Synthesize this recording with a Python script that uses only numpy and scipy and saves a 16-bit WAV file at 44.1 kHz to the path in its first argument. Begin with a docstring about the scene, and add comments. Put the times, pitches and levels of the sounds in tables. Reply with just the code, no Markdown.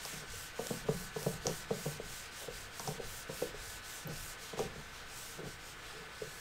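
"""Quick back-and-forth hisses are heard first: a felt eraser wipes a whiteboard in a small, quiet room.
Stick-slip of the fibres makes noise that is brighter the faster the felt slides.
The loosely hung board rings in damped bending modes as it knocks against the wall, trembles and judders;
its sway rumbles, the eraser's hard shell ticks now and then, and one brief high squeak is heard.
A cooling fan adds air noise and two faint, slowly drifting tones near the single microphone."""
import sys
import numpy as np
from scipy import signal
from scipy.fft import rfft, irfft, next_fast_len
from scipy.io import wavfile
from scipy.ndimage import uniform_filter1d, map_coordinates

SR = 44100
rng = np.random.default_rng(int(sys.argv[2]) if len(sys.argv) > 2 else 0)


def to_wav(sig):
    """Store sig (one row per channel, or 1-D mono) as 16-bit WAV at the path in sys.argv[1].

    Samples outside -1..1 are clipped; the rate is SR.
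    """
    pcm = np.clip(np.atleast_2d(sig), -1, 1) * 32767
    pcm = np.round(pcm).astype(np.int16)
    wavfile.write(sys.argv[1], SR, pcm.T)  # frames by channels


N = 282372  # samples in the scene

# Knocks of the board against the wall. Each row: start in seconds, relative strength in dB,
# relative level of the low thump in dB, relative level of the upper modes (hardness) in dB.
KNOCKS = [(0.051, -38, -14, -1), (0.131, -37, -1, -13), (0.589, -25.5, -10, -9.5), (0.7038, -24.5, -8, -17),
          (0.885, -18.5, -9.5, -15.5), (1.160, -26.5, -9.5, -11), (1.262, -19.5, -10, -14),
          (1.451, -29.5, -19, -24), (1.467, -25.5, -6, -2.5), (1.705, -21, -11, -11),
          (1.857, -25.5, -6, -17), (1.994, -30, -14, -20), (2.478, -31.5, -20, -24), (2.796, -34, -5, 5),
          (2.874, -30, -16, 7), (2.881, -29.5, -3, -15), (2.995, -30, -17.5, -21),
          (3.292, -30.5, -8.5, -15), (3.418, -22.5, -15.5, -17.5), (3.539, -36.5, -21, -14),
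          (4.530, -32.5, -6, -9), (4.572, -33, -19, -13), (4.590, -24.5, -16, -4.5),
          (4.598, -22.5, -18, -25), (4.754, -38.5, -12, -20), (6.215, -29.5, -16.5, -22)]
# Wiping strokes, rightward and leftward in turn; each ends where the next starts. Each row: start in
# seconds, top speed from 0 to 1, share of the stroke spent speeding up, pressure on the felt in dB.
STROKES = [(-0.02, 0.7, 0.36, 1.7), (.257, 0.77, .57, -0.6), (.526, 0.8, 0.59, .5), (.853, .83, .56, -1.5),
           (1.116, 0.93, 0.58, -0.1), (1.398, .8, 0.58, -0.1), (1.667, 0.85, 0.66, -0.2),
           (1.995, 0.72, 0.51, -0.5), (2.3, 0.71, 0.65, 0), (2.491, 0.62, 0.41, -0.7),
           (2.697, .83, 0.6, -0.5), (2.993, 0.86, 0.66, -1.5), (3.261, 0.85, 0.55, -0.7),
           (3.53, 0.78, 0.66, -0.8), (3.813, 0.77, 0.44, -0.5), (4.068, 0.9, 0.6, -1.6),
           (4.367, 0.52, 0.38, -0.3), (4.558, 0.51, 0.3, 2), (4.704, .35, .57, -4), (4.919, .35, .34, .5),
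           (5.053, 0.8, .56, -2), (5.421, .48, .55, -2.6), (5.576, .49, .62, -2), (5.757, .25, .43, 1.4),
           (6.087, 0.67, 0.6, -3.5)]


def amp(db):
    """Decibels to amplitude gain, by the definition of the decibel."""
    return 10 ** (np.asarray(db) / 20)


def unit(x):
    """Scale to a root-mean-square value of 1."""
    return x / np.sqrt(np.mean(x ** 2) + 1e-20)


def along(points, hz):
    """Interpolate (Hz, value) points linearly over logarithmic frequency."""
    point_hz, value = np.transpose(points)
    return np.interp(np.log(hz + 1), np.log(point_hz + 1), value)


def wobble(rate):
    """Slow random modulation: a spline through normal random knots, rate knots a second."""
    knots = rng.standard_normal(int(N * rate / SR) + 4)
    return map_coordinates(knots, [np.arange(N) * rate / SR])


def filtered(x, response):
    """Linear filtering: multiply the spectrum of x by a response of frequency."""
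    size = next_fast_len(N + SR // 2)
    hz = np.fft.rfftfreq(size, 1 / SR)
    return irfft(rfft(x, size) * response(hz), size)[:N]


def shaped_noise(spectrum):
    """Spectral shaping: white noise filtered to a table of levels, at rms 1."""
    return unit(filtered(rng.standard_normal(N), lambda hz: amp(along(spectrum, hz))))


def add(track, s, sound):
    """Superposition: mix a sound into the track at time s, cut at the track's end."""
    space = track[round(s * SR):][:len(sound)]
    space += sound[:len(space)]


def in_room(sound, wet_db, gap):
    """Reverberation: a diffuse tail builds up over the gap (s) and decays at a rate set by frequency."""
    # Reverberation time. Each row: frequency in Hz, time to decay by 60 dB in seconds.
    room_decay = [(150, 0.64), (500, 0.21), (1500, 0.48), (8000, 0.13)]
    hz, t, spectra = signal.stft(rng.standard_normal(SR // 2), SR, nperseg=256)
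    decay = amp(-60 * t / along(room_decay, hz)[:, None])
    tail = signal.istft(spectra * decay, SR, nperseg=256)[1]
    tail *= 1 - np.exp(-(np.arange(len(tail)) / SR / gap) ** 2)
    response = amp(wet_db) * tail / np.linalg.norm(tail)
    response[0] += 1  # direct sound
    return signal.fftconvolve(sound, response)


def fan(air_db=-53.5, lower_db=-61, upper_db=-66, lower_swing_db=1.1, upper_swing_db=3.0,
        flutter_hz=.5, waver_db=1.1):
    """Broadband flow noise with two tones whose pitch follows the fan's speed, stronger when it runs slow."""
    # Fan air and room rumble. Each row: frequency in Hz, relative spectral level in dB per Hz.
    air_spectrum = [(20, 7.5), (50, 6), (90, 1.5), (150, 1), (260, -4), (450, -7), (700, -1.5), (1100, -2),
                    (1340, 3), (2000, -2.5), (3200, -11), (5000, -26), (8200, -16), (10200, -24),
                    (15700, -26)]
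    whine_hz, swing_hz, upper_ratio = 1515, 10, 1.1442
    hunt_period_s, fastest_at_s = 2.63, 2.48
    hunt = np.cos(2 * np.pi * (np.arange(N) / SR - fastest_at_s) / hunt_period_s)
    pitch = whine_hz + swing_hz * hunt + flutter_hz * wobble(24.8)

    def tone(hz, db):
        """Frequency modulation: the phase is the running sum of the pitch."""
        sine = np.sqrt(2) * np.sin(2 * np.pi * np.cumsum(hz) / SR)  # rms 1
        return sine * amp(db + waver_db * wobble(6))

    lower = tone(pitch, lower_db - lower_swing_db * hunt)
    upper = tone(upper_ratio * pitch, upper_db - upper_swing_db * hunt)
    return amp(air_db) * shaped_noise(air_spectrum) + lower + upper


def sway(rest_db=-64, turn_db=-49.5, knock_db=-34, rise_s=0.078):
    """Sway after an impulse: deep noise swells and sinks after knocks and as the arm leans into leftward strokes."""
    # The board and wall swaying. Each row: frequency in Hz, relative spectral level in dB per Hz.
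    rumble_spectrum = [(15, -2), (25, 0.5), (38, -9), (52, -2.5), (70, -10), (100, -5), (140, -16.5),
                       (300, -33), (1000, -90)]
    t = np.arange(N) / SR
    leftward = STROKES[1::2]
    pushes = [(s, amp(turn_db) * speed) for s, speed, _, _ in leftward]
    pushes += [(s, amp(db + knock_db)) for s, db, _, _ in KNOCKS]
    power = np.full(N, amp(rest_db) ** 2)
    for s, strength in pushes:
        age = np.maximum(t - s, 0) / rise_s  # each swell is widest at age 1
        power += (strength * age * np.exp(1 - age)) ** 2
    return np.sqrt(power) * shaped_noise(rumble_spectrum)


def board_ring(t, thump_db, hard_db, scatter_db=2, detune=0.019):
    """Modal superposition: one push starts damped modes that swell as the bending spreads."""
    # The board's modes. Each row: nominal frequency in Hz, relative level in dB,
    # time to decay by 60 dB in seconds, time constant of the swell in seconds.
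    modes = [(142.2, -3.5, 0.12, 0.0023), (182, -7.5, 0.06, 0.0018), (219.6, -8.5, 0.059, 0.002),
             (328.4, -5, 0.039, 0.00064), (375, -10.5, 0.031, 0.0022), (447.6, -2, 0.043, 0.003),
             (505.5, -9, 0.04, 0.004), (564, -8.5, 0.031, 0.0096), (661, -15, 0.032, 0.004),
             (772, -9.5, 0.031, 0.0036), (928, -17, 0.033, .005), (1092, -12.5, 0.014, 0.0014),
             (1327, -26.5, 0.044, 0.0016)]
    hz, db, t60, swell = np.transpose(modes)[:, :, None]
    colour = along([(230, thump_db), (370, 0), (560, 0), (800, hard_db)], hz)
    # the hand's place shifts each mode a little in level and pitch
    strength, shift = rng.standard_normal((2, len(hz), 1))
    shape = (1 - np.exp(-t / swell)) ** 2 * amp(-60 * t / t60)
    shape /= shape.max(axis=1, keepdims=True)
    level = amp(db + colour + scatter_db * strength)
    vibration = np.sin(2 * np.pi * hz * (1 + detune * shift) * t)
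    sense = (-1) ** np.arange(len(hz))  # neighbouring modes move in opposite senses
    return sense @ (level * shape * vibration)


def shudder(level_db=-63, uneven_db=0.5, judder_db=-1, hard_db=-4):
    """Forced vibration: random felt drag drives the board's modes, faintly throughout and in soft judders."""
    # Judders of the eraser. Each row: middle in seconds, relative rms level in dB,
    # half length (standard deviation of the swell) in seconds, relative level of the low thump in dB.
    judders = [(0.235, -51.5, 0.016, -8), (0.34, -53.5, 0.011, -5), (0.674, -46.5, 0.0077, -13),
               (0.861, -45, 0.0098, 5), (1.232, -47, 0.018, -12), (1.492, -37, 0.023, -10.5),
               (2.437, -52, 0.018, -24), (2.897, -44, 0.029, -1), (3.015, -49, .028, -3),
               (4.097, -40, 0.023, 4.5), (4.653, -48, 0.043, 6), (4.79, -49.5, 0.015, 11),
               (5.396, -43, 0.013, -5), (5.452, -44, 0.026, 6), (5.998, -53, 0.057, 3),
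               (6.26, -49.5, 0.013, 7)]
    t = np.arange(SR // 4) / SR
    drag = rng.standard_normal(N) * amp(uneven_db * wobble(12))
    tremble = signal.fftconvolve(drag, board_ring(t, -6.5, -1))[:N]
    track = amp(level_db) * unit(tremble)
    middle = t.mean()
    for s, db, half, thump in judders:
        swell = np.exp(-((t - middle) / half) ** 2 / 2)
        force = rng.standard_normal(2 * len(t) - 1)
        shake = swell * signal.fftconvolve(force, board_ring(t, thump, hard_db), "valid")
        shake *= amp(db + judder_db) * np.linalg.norm(swell) / np.linalg.norm(shake)
        add(track, s - middle, in_room(shake, wet_db=-14.0, gap=0.0043))
    return track


def ticks(crack_db=-8, crack_hz=4000, crack_t60=0.0048, rattle_db=-18, rattle_t60=0.012):
    """Impact and resonance: a crack, a few cycles of ringing and a rattle form each tick and the one squeak."""
    # Ticks of the shell, and one brief high squeak at 4.074 s. 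Each row: start in seconds, level in dB,
    # pitch in Hz, relative level of the crack in dB.
    ticks_and_squeak = [(0.0518, -31, 5300, 5), (0.670, -38, 5860, 16), (1.23, -36.5, 5800, 11),
                        (1.4685, -17, 6060, -4), (2.7962, -28.5, 5800, -6), (2.8745, -32, 5800, -4),
                        (2.877, -29.5, 5870, -7), (4.074, -32, 13500, -10), (4.593, -30.5, 6000, -7)]
    track, t = np.zeros(N), np.arange(SR // 20) / SR
    rise = .0002  # s to the peak of the ping's envelope

    def band(hz, q):
        """Resonant filtering of white noise, at rms 1."""
        b, a = signal.iirpeak(hz, q, SR)
        return unit(signal.lfilter(b, a, rng.standard_normal(len(t))))

    for s, db, hz, sharp_db in ticks_and_squeak:
        ping = t / rise * np.exp(1 - t / rise) * np.sin(2 * np.pi * hz * t)
        crack = band(crack_hz, 0.91) * amp(crack_db + sharp_db - 60 * t / crack_t60)
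        rattle = band(hz, 4.3) * amp(rattle_db - 60 * t / rattle_t60)
        add(track, s, in_room(amp(db) * (ping + crack + rattle), wet_db=-9, gap=0.0023))
    return track


def knocks(level_db=-10.0, thump_db=7, hard_db=12, frame_db=-8, frame_delay=0.004684,
           frame_spread=0.00046, rebound_db=-15, rebound_s=.024, rebound_scatter=0.201):
    """Impact and reflection: the hand's changing push tips the board against the wall, where it bounces once."""
    track, t = np.zeros(N), np.arange(SR // 3) / SR
    body = SR // 60  # samples in the loud first part of a knock

    def later(sound, delay):
        """Propagation delay in seconds."""
        return np.interp(t - delay, t, sound, left=0)

    for s, db, thump, hardness in KNOCKS:
        ring = board_ring(t, thump + thump_db, hardness + hard_db)
        # the bending wave comes back from the frame
        return_s = frame_delay + frame_spread * rng.standard_normal()
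        ring = ring + amp(frame_db) * later(ring, return_s)
        bounce_s = rebound_s * np.exp(rebound_scatter * rng.standard_normal())
        ring = ring + amp(rebound_db) * later(ring, bounce_s)
        knock = amp(db + level_db) * ring / ring[:body].std()
        add(track, s, in_room(knock, wet_db=-9.5, gap=0.0078))
    return track


def hand(t):
    """Reciprocating motion: speed arches between turns; returns speed and pressure (dB) at the times t."""
    last_end_s = 6.77
    roundness, creep = 0.77, 0.27  # of the speed arch; speed left as the hand loops through a turn
    start, top, share, pressure_db = np.transpose(STROKES)
    turns = np.append(start, last_end_s)
    crest = start + share * np.diff(turns)
    marks = np.sort(np.append(turns, crest))
    progress = np.interp(t, marks, np.arange(len(marks)) / 2)  # counted in strokes
    stroke = np.minimum(progress.astype(int), len(start) - 1)
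    arch = np.abs(np.sin(np.pi * progress)) ** roundness
    speed = np.hypot(creep, top[stroke] * arch)
    return speed, np.interp(t, crest, pressure_db)


def felt(level_db=-43.5, corner_hz=11500, slope=4.12, growth=0.036, patchy_db=1.16, grain_db=0.64,
         unsteady=0.028):
    """Stick-slip friction of countless fibres: faster sliding shortens each slip and lifts the upper corner."""
    # Felt before the effect of speed. Each row: frequency in Hz, relative spectral level in dB per Hz.
    felt_spectrum = [(300, -19), (900, -7.5), (2500, -2.5), (4500, -3), (6000, -2), (8400, 0), (10200, -4),
                     (12500, -1), (15700, -1.5)]
    hz, t, spectra = signal.stft(shaped_noise(felt_spectrum), SR, nperseg=512)
    speed, pressure_db = hand(t)
    speed = speed * np.exp(unsteady * np.interp(t, np.arange(N) / SR, wobble(25)))
    rolloff = np.sqrt(1 + (hz[:, None] / (corner_hz * speed)) ** slope)
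    brightness = speed ** growth / rolloff
    # the colour shifts as the eraser travels over the board: noise smoothed over frequency, then time
    patches = uniform_filter1d(rng.standard_normal(spectra.shape), size=6, axis=0)
    patches = unit(uniform_filter1d(patches, size=16, axis=1))
    gain = brightness * amp(pressure_db + patchy_db * patches)
    hiss = signal.istft(spectra * gain, SR, nperseg=512)[1][:N]
    # dried ink makes the drag slightly uneven
    return hiss * amp(level_db + grain_db * wobble(160))


def scene():
    """Superposition of all sources at one microphone, which feeds both channels."""
    mono = fan() + sway() + shudder() + ticks() + knocks() + felt()
    return np.array([mono, mono])


def record(dry):
    """Band limiting: nothing is kept from the top frequency upward."""
    top_hz = 15750
    return np.array([filtered(channel, lambda hz: hz < top_hz) for channel in dry])


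dry = scene()
out = record(dry)
to_wav(out)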